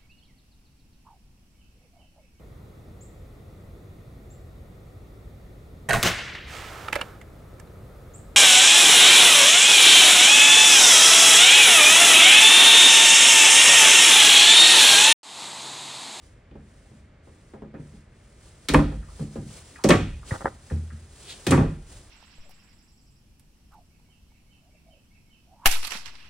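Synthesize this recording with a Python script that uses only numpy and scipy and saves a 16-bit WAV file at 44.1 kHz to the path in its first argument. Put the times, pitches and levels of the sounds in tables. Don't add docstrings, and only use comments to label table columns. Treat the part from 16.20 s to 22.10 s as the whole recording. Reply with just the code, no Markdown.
import sys
import numpy as np
from scipy import signal
from scipy.fft import rfft, irfft, next_fast_len
from scipy.io import wavfile
from scipy.ndimage import uniform_filter1d, minimum_filter1d

SR = 44100
rng = np.random.default_rng(int(sys.argv[2]) if len(sys.argv) > 2 else 0)


def waveform_to_disk(signal):
    frames = np.transpose(np.atleast_2d(signal))
    scaled = np.clip(frames, -1, 1) * 32767
    samples = np.round(scaled).astype(np.int16)
    wavfile.write(sys.argv[1], SR, samples)


N = 260190

BANDS_HZ = np.geomspace(35, 16000, 22)
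RING_SAMPLES = 28000
# f/Hz, t60/s
WOOD_DECAY = [(50, 0.36), (150, 0.55), (400, 0.2), (1200, 0.17), (3000, 0.12), (10000, 0.04)]
# f/Hz, t60/s
ROOM_DECAY = [(50, 1), (150, 0.54), (400, 0.37), (1200, 0.38), (3000, 0.54), (8000, 0.32), (15000, 0.12)]
# f/Hz, side over mid/dB
STEREO_WIDTH = [(50, -47), (125, -32), (250, -19.5), (500, -9), (1000, -4), (2000, -11.5), (4000, -5.5),
                (10000, -3.5)]
# delay/s, gain
EARLY_ECHOES = [(0, 0.48), (.0013, -0.26), (.0026, .5), (.0047, -0.12)]

# f/Hz, density/dB per Hz
AIR_SPECTRUM = [(15, -36), (25, -4.5), (72, 1.5), (166, -10.5), (223, -14.5), (545, -21), (607, -19.5),
                (734, -26), (1130, -28.5), (2110, -27.5), (2610, -33.5), (5280, -44.5), (8590, -49.5),
                (16000, -79)]
AIR_DB = -51.5

# f/Hz, density/dB per Hz
CLOTH_SPECTRUM = [(150, 2.5), (400, 6.5), (900, 0), (2000, -3.5), (3500, -2), (6000, -2), (8500, -0.5),
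                  (10000, -3), (11500, -22.5), (13000, -23), (15500, -17)]
# t/s, swell/s, length/s, level/dB
BODY_MOVES = [(0, 0.034, 0.069, -61.5), (.33, 0.21, 0.45, -65.5), (1.02, 0.042, 0.3, -66),
              (1.54, 0.11, 0.24, -63.5), (1.85, 0.18, 0.73, -64.5), (2.17, 0.065, .12, -58.5),
              (2.85, 0.17, 0.16, -51), (3.11, 0.02, 0.036, -54), (3.22, .12, 0.16, -47.5),
              (3.44, 0.017, .12, -54.5), (4.04, 0.045, .11, -44.5), (4.2, 0.055, 0.046, -52.5),
              (4.40, 0.086, 0.13, -55), (4.87, 0.16, 0.4, -50.5), (5.65, 0.059, 0.11, -51)]
MOVE_FADE_DB_PER_S = 127
WALK_START_S, WALK_SWELL_S, WALK_DB = 2.3, .15, -59.5
# f/Hz, density/dB per Hz
BRUSH_SPECTRUM = [(1200, -15), (2400, -7), (3200, -0.5), (4300, -3.5), (5500, -11.5), (9000, -11),
                  (12000, -30)]
BRUSH_S, BRUSH_DB, BRUSH_RISE_DB_PER_S, BRUSH_FADE_DB_PER_S = 5.105, -38.5, 330, 260

# t/s, level/dB, centre f/Hz
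SOFT_BUMPS = [ (.312, -51.5, 251), (.354, -47.5, 315), (.714, -53.5, 186), (1.072, -55, 400),
              (1.336, -45, 390), (1.420, -43, 313), (1.541, -42, 295), (1.595, -45, 159), (1.735, -53, 202),
              (2.716, -45, 463), (2.744, -36, 80), (2.995, -38.5, 230), (3.008, -36.5, 146),
              (3.157, -38.5, 334), (3.175, -35, 125), (4.508, -37.5, 289), (4.719, -50, 101)]
BUMP_OCTAVES, BUMP_T60_FACTOR = 0.78, 1.0
# t/s, level/dB, centre f/Hz
FITTING_TICKS = [(.312, -69.5, 2850), (1.546, -57.5, 1690), (2.826, -59, 1450), (2.886, -57.5, 1087),
                 (3.558, -52, 1760), (3.588, -50.5, 1020), (4.031, -56.5, 1180), (4.5, -51.5, 1710),
                 (4.704, -55.5, 1554)]
TICK_OCTAVES, TICK_T60_FACTOR = 0.22, 0.72
# f/Hz, relative level/dB, t60/s
FURNITURE_MODES = [(147.6, 9, 0.34), (167.5, 1.5, 0.13), (213.4, 5.5, 0.42), (290.8, -4, 0.33),
                   (458.4, -2, 0.26), (564, -14, 0.16), (677, -15, 0.14), (1085, 2, 0.11), (1660, 3, 0.21)]
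# t/s, level/dB
FLOOR_STEPS = [(4.52, -23), (4.7208, -38)]
# f/Hz, relative level/dB, t60/s
FLOOR_MODES = [(80.75, 5, 0.56), (84, -21, 0.21), (119, -8.5, 0.51), (152.6, -10.5, 0.49),
               (224.5, -10.5, 0.4)]

# t/s, relative level/dB, centre f/Hz, width/octaves, direct crack/dB
DRY_TAPS = [(4.108, -31, 1980, 0.12, -4), (4.118, -23, 102.5, 0.19, -10), (4.245, -28, 235, 1.3, -9),
            (4.2559, -30.5, 930, 0.62, 13)]
# t/s, length/s, relative level/dB
RATTLE_RUNS = [(4.109, .056, -37.5), (4.207, .016, -39.5), (4.2612, .019, -33.5)]
RATTLE_GAP_S, RATTLE_JITTER_S, RATTLE_SPREAD_DB = .0072, 0.00065, 1
RATTLE_HZ, RATTLE_OCTAVES, RATTLE_CRACK_DB = 870, 1, -15
TAP_TRIM_DB = -6

# t/s, door, snap level/dB, spring f/Hz, spring boost/dB, jolt delay/s, jolt level/dB
CATCH_SNAPS = [ (2.486, "first", -30.5, 4100, 7, 0.0041, -18.5),
               (2.537, "first", -37, 8500, 6, 0.000092, -10.5),
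               (3.639, "second", -34, 5650, 11, 0.0052, -8), (3.689, "second", -29.5, 7250, 9, 0.00455, -5),
               (5.267, "third", -32.5, 3780, 3.5, 0.00197, -13.5),
               (5.308, "third", -33, 7770, 11.5, 0.000078, -12.5)]
# f/Hz, density/dB per Hz
SNAP_SPECTRUM = [(200, -20), (800, -7), (2000, 5.5), (3000, 0), (4200, -0.5), (6000, -6), (10000, -3.5),
                 (12500, -27), (15500, -12)]
ROLLER_GAP_S, SECOND_ROLLER_DB, SNAP_CRACK_DB = .004, -4.5, -1
JOLT_HZ, JOLT_KNOCK_DB, JOLT_CRACK_DB = 730, -12.5, -1.5

DOOR_MODES = { "first": [(52.05, -5, 1), (63.6, -5, 0.21), (82.9, -18, 0.98), (109, -36, 0.22),
              (151.3, -9, 0.35), (197, -13.5, 0.28), (217, -13, 0.27), (265, -14, 0.23),
              (291.2, -5.5, 0.31), (328, -20, 0.35), (384, -22, 0.25), (501, -11.5, 0.18), (570, -24, 0.25),
              (628, -19, 0.25), (950, -14, 0.14), (1054, -4, 0.078), (1164, -11, 0.11), (1550, -38, .18),
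              (2020, -22, .16), (2127, -18.5, 0.17), (2850, -48, .22)], "second": [(51, -23, .7),
              (65.25, -28.5, 1), (99.4, -26, 0.57), (152.3, -14.5, 0.44), (182, -10, 0.16),
              (196, -20, 0.35), (212.4, -11.5, 0.31), (260, -12, 0.13), (309, -16, 0.32),
              (338.6, -0.5, 0.064), (465, -17, 0.22), (548, -8, 0.13), (588, -5, 0.11), (640, -40, .2),
              (726, -16, 0.26), (973, -26, 0.16), (1127, -12, 0.17), (1260, -23, 0.25), (1670, -18, .2),
              (1656, -25, 0.15), (1800, -13.5, 0.15), (2208, -10, 0.14), (2282, -28, 0.17), (2550, -40, .2),
              (2868, -17, 0.079), (3920, -13, 0.14)], "third": [(49.2, -22, 0.81), (75, -27, 0.44),
              (92.2, -11.5, 0.36), (131.3, -7.5, 0.3), (143.1, -12, 0.45), (155.5, -10, 0.37),
              (186, -12.5, 0.25), (225, -16, 0.27), (259.4, -7, 0.19), (312, -16.5, 0.25),
              (364.5, -20, 0.39), (458, -28.5, 0.52), (599, -27, 0.22), (762, -36, 0.47),
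              (1141, -17.5, 0.29), (1320, -42, 0.21), (1610, -32.5, 0.47), (1820, -39, 0.43),
              (2050, -23, 0.29)]}
# f/Hz, density/dB per Hz
KNOCK_SPECTRUM = [(35, 8), (60, 4.5), (120, 3.5), (280, 7), (550, -3), (800, -2.5), (1100, -5),
                  (1500, -3.5), (2200, -4), (4000, -8.5), (9000, -2.5), (16000, -15)]
# t/s, door, panel ring level/dB, knock level/dB, hardness f/Hz,
# direct crack/dB, first bounce delay/s, change per bounce/dB
FRAME_SLAMS = [ (2.545, "first", -5.5, -20.5, 1950, 5, 0.045, -9.5),
               (3.7051, "second", -6.5, -17.5, 3020, -3, 0.032, -10),
               (5.3184, "third", -4, -18.5, 1590, -16, .0585, -5)]
BOUNCES, BOUNCE_SHRINK, BOUNCE_SOFTEN, BOUNCE_CRACK_DB = 3, .55, 0.71, -6.5

LOW_CUT_HZ, EDGE_HZ = 30, 16200


def amp(db):
    return 10 ** (np.asarray(db) / 20)


def evened(x):
    return x / np.sqrt(np.mean(x ** 2) + 1e-20)


def read(points, hz):
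    f, value = np.transpose(points)
    return np.interp(np.log(hz + 1), np.log(f + 1), value)


def add(mix, s, sound):
    part = mix[:, round(s * SR):][:, :sound.shape[-1]]
    part += sound[..., :part.shape[1]]


def hump(hz, centre_hz, octaves):
    return 1 / (1 + (np.log2((hz + 1) / centre_hz) / octaves) ** 2 / 4) ** 2


def wavy(count, size):
    smooth = uniform_filter1d(rng.standard_normal(count), size)
    return evened(uniform_filter1d(smooth, size))


def stereo_noise(size, apart=0.93):
    mid, own = rfft(rng.standard_normal((2, size)))
    width = amp(read(STEREO_WIDTH, np.fft.rfftfreq(size, 1 / SR)))
    phase = np.arctan(width) * np.tanh(2 * wavy(len(mid), size=size // 150))
    turn = np.exp(1j * phase)
    side = apart * width * own
    return np.array([mid * turn + side, mid / turn - side])


def steady(spectrum):
    size = next_fast_len(N, True)
    colour = amp(read(spectrum, np.fft.rfftfreq(size, 1 / SR)))
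    return evened(irfft(stereo_noise(size) * colour, size)[:, :N])


def band_noise(size=65536, ripple_db=3.5):
    hz, z = np.fft.rfftfreq(size, 1 / SR), stereo_noise(size)
    z = z * amp(ripple_db * wavy(len(hz), size=70) * hump(hz, centre_hz=970, octaves=2.0))
    bands = []
    for row in np.eye(len(BANDS_HZ)):
        mask = np.interp(np.log(hz + 1), np.log(BANDS_HZ), row) * (hz > 25)
        bands.append(irfft(z * np.sqrt(mask)))
    return np.array(bands, np.float32)


def pulse(colour, size=4096):
    gain = colour(np.fft.rfftfreq(size, 1 / SR))
    log_gain = np.log(gain / gain.max() + 1e-5)
    circle = np.r_[log_gain, log_gain[-2:0:-1]]
    click = np.fft.ifft(np.exp(np.conj(signal.hilbert(circle)))).real
    return click / np.linalg.norm(click)


def dying(t60_factor, room_db, rise_cycles):
    t, hz = np.arange(RING_SAMPLES, dtype=np.float32) / SR, BANDS_HZ[:, None]
    wood = np.exp(-np.float32(np.log(1e6) / (t60_factor * read(WOOD_DECAY, hz))) * t)
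    room = np.exp(-np.float32(np.log(1e6) / read(ROOM_DECAY, hz)) * t)
    rise = 1 - np.exp(-np.float32(hz / rise_cycles) * t)
    return np.sqrt(wood + room * float(amp(2 * room_db))) * rise


def hit(noise, colour, envelope, crack_db, thin_hz=30):
    start = rng.integers(noise.shape[-1] - RING_SAMPLES)
    bands = noise[..., start:start + RING_SAMPLES] * envelope[:, None]
    share = colour(BANDS_HZ) * np.sqrt(BANDS_HZ)
    band_rms = np.sqrt(np.einsum("bct,bct->b", bands, bands) / 2)
    weight = share / np.linalg.norm(share) / band_rms
    sound = np.einsum("b,bct->ct", np.float32(weight), bands)
    click = amp(crack_db) * pulse(lambda hz: colour(hz) * hz ** 2 / np.hypot(hz ** 2, thin_hz ** 2))
    paths = rng.uniform(.85, 1.15, len(EARLY_ECHOES))
    for (delay_s, gain), path in zip(EARLY_ECHOES, paths):
        add(sound, delay_s * path, gain * click)
    return sound * np.sqrt(.03 * SR)


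def ring_modes(modes, rise_cycles, hard_hz):
    t, out = np.arange(SR, dtype=np.float32) / SR, np.zeros((2, SR))
    for k, (hz, db, t60_s) in enumerate(modes):
        sign = (-1) ** k
        lead = np.float32(sign * amp(read(STEREO_WIDTH, hz)) * np.array([[1], [-1]]))
        envelope = np.exp(-float(np.log(1000) / t60_s) * t) * (1 - np.exp(-t * hz / rise_cycles))
        gain = sign * float(amp(db) / np.hypot(1, (hz / hard_hz) ** 2))
        out += gain * envelope * np.sin(2 * np.pi * hz * t + lead)
    return out


def air():
    return amp(AIR_DB) * steady(AIR_SPECTRUM)


def movement(start_s, swell_s, length_s):
    t = np.arange(N) / SR - start_s
    return np.clip(t / swell_s, 0, 1) * amp(-MOVE_FADE_DB_PER_S * np.maximum(t - length_s, 0))


def rustle(flutter_db=1.0):
    moves = BODY_MOVES + [(WALK_START_S, WALK_SWELL_S, N / SR, WALK_DB)]
    cloth = np.sqrt(sum((amp(db) * movement(*timing)) ** 2 for *timing, db in moves))
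    t = np.arange(N) / SR - BRUSH_S
    brush = amp(BRUSH_DB + np.minimum(BRUSH_RISE_DB_PER_S * t, -BRUSH_FADE_DB_PER_S * t))
    slides = cloth * steady(CLOTH_SPECTRUM) + brush * steady(BRUSH_SPECTRUM)
    return slides * amp(flutter_db * wavy(N, size=400))


def bumps(noise, furniture_db=-1):
    out = np.zeros((2, N))
    for events, octaves, t60_factor in ((SOFT_BUMPS, BUMP_OCTAVES, BUMP_T60_FACTOR),
                                        (FITTING_TICKS, TICK_OCTAVES, TICK_T60_FACTOR)):
        envelope = dying(t60_factor, room_db=-8, rise_cycles=0.25)
        for s, db, centre_hz in events:
            colour = lambda hz: hump(hz, centre_hz, octaves) / np.sqrt(hz + 1)
            add(out, s, amp(db) * hit(noise, colour, envelope, crack_db=-21.5))
            excited = [(hz, mode_db + 20 * np.log10(hump(hz, centre_hz, octaves)), t60_s)
                       for hz, mode_db, t60_s in FURNITURE_MODES]
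            add(out, s, amp(db + furniture_db) * ring_modes(excited, rise_cycles=0.85, hard_hz=4000))
    boom = ring_modes(FLOOR_MODES, rise_cycles=0.47, hard_hz=910)
    for s, db in FLOOR_STEPS:
        add(out, s, amp(db) * boom)
    return out


def chatter(count=16):
    for start_s, length_s, db in RATTLE_RUNS:
        for k, (late, strong) in enumerate(rng.standard_normal((count, 2))):
            if k * RATTLE_GAP_S < length_s:
                yield (start_s + k * RATTLE_GAP_S + RATTLE_JITTER_S * late, db + RATTLE_SPREAD_DB * strong,
                       RATTLE_HZ, RATTLE_OCTAVES, RATTLE_CRACK_DB)


def taps(noise, t60_s=0.042, room_db=-27, room_t60_s=0.45, top_hz=2080, leak_db=-18):
    out, t = np.zeros((2, N)), np.arange(RING_SAMPLES) / SR
    decay = np.hypot(amp(-60 * t / t60_s), amp(room_db - 60 * t / room_t60_s))
    envelope = np.float32(decay * (1 - np.exp(-3 * t * BANDS_HZ[:, None])))
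    for s, db, centre_hz, octaves, crack_db in DRY_TAPS + list(chatter()):
        colour = lambda hz: hump(hz, centre_hz, octaves) / np.sqrt(hz + 1)
        tap = hit(noise, colour, envelope, crack_db, thin_hz=0.29 * centre_hz)
        add(out, s, amp(db + TAP_TRIM_DB) * tap)
    low_pass = signal.butter(N=10, Wn=top_hz, fs=SR, output="sos")
    return signal.sosfilt(low_pass, out + 1e-18) + amp(leak_db) * out


def catches(noise):
    out, envelope = np.zeros((2, N)), dying(t60_factor=0.78, room_db=-9.5, rise_cycles=2.2)
    for s, _, db, spring_hz, spring_db, *_ in CATCH_SNAPS:
        colour = lambda hz: amp(read(SNAP_SPECTRUM, hz) + spring_db * hump(hz, spring_hz, octaves=0.19))
        for delay_s, roller_db in (0, 0), (ROLLER_GAP_S, SECOND_ROLLER_DB):
            add(out, s + delay_s, amp(db + roller_db) * hit(noise, colour, envelope, SNAP_CRACK_DB))
    return out


def doors(noise):
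    out, envelope = np.zeros((2, N)), dying(t60_factor=0.95, room_db=-10.5, rise_cycles=1.95)

    def blow(s, door, panel_db, knock_db, hard_hz, crack_db):
        colour = lambda hz: amp(read(KNOCK_SPECTRUM, hz)) / np.sqrt(1 + (hz / hard_hz) ** 5.5)
        add(out, s, amp(knock_db) * hit(noise, colour, envelope, crack_db, thin_hz=0.29 * hard_hz))
        add(out, s, amp(panel_db) * ring_modes(DOOR_MODES[door], rise_cycles=1.0, hard_hz=0.7 * hard_hz))

    for s, door, *_, delay_s, db in CATCH_SNAPS:
        blow(s + delay_s, door, db, db + JOLT_KNOCK_DB, JOLT_HZ, JOLT_CRACK_DB)
    for s, door, panel_db, knock_db, hard_hz, crack_db, gap_s, change_db in FRAME_SLAMS:
        blow(s, door, panel_db, knock_db, hard_hz, crack_db)
        for k in range(1, BOUNCES + 1):
            s += gap_s * BOUNCE_SHRINK ** (k - 1)
            blow(s, door, panel_db + k * change_db, knock_db + k * change_db,
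                 hard_hz * BOUNCE_SOFTEN ** k, BOUNCE_CRACK_DB)
    return out * amp([[-.3], [.3]])


def scene():
    noise = band_noise()
    return air() + rustle() + bumps(noise) + taps(noise) + catches(noise) + doors(noise)


def record(dry):
    low_cut = signal.butter(N=3, Wn=LOW_CUT_HZ, btype="high", fs=SR, output="sos")
    dry = signal.sosfilt(low_cut, dry)
    allowed = np.minimum(1, .95 / (abs(dry).max(0) + 1e-9))
    gain = uniform_filter1d(minimum_filter1d(allowed, size=133), size=133)
    band_limit = signal.firwin(511, EDGE_HZ, window=("kaiser", 9), fs=SR)
    return signal.oaconvolve(dry * gain, band_limit[None], "same")


dry = scene()
out = record(dry)
waveform_to_disk(out)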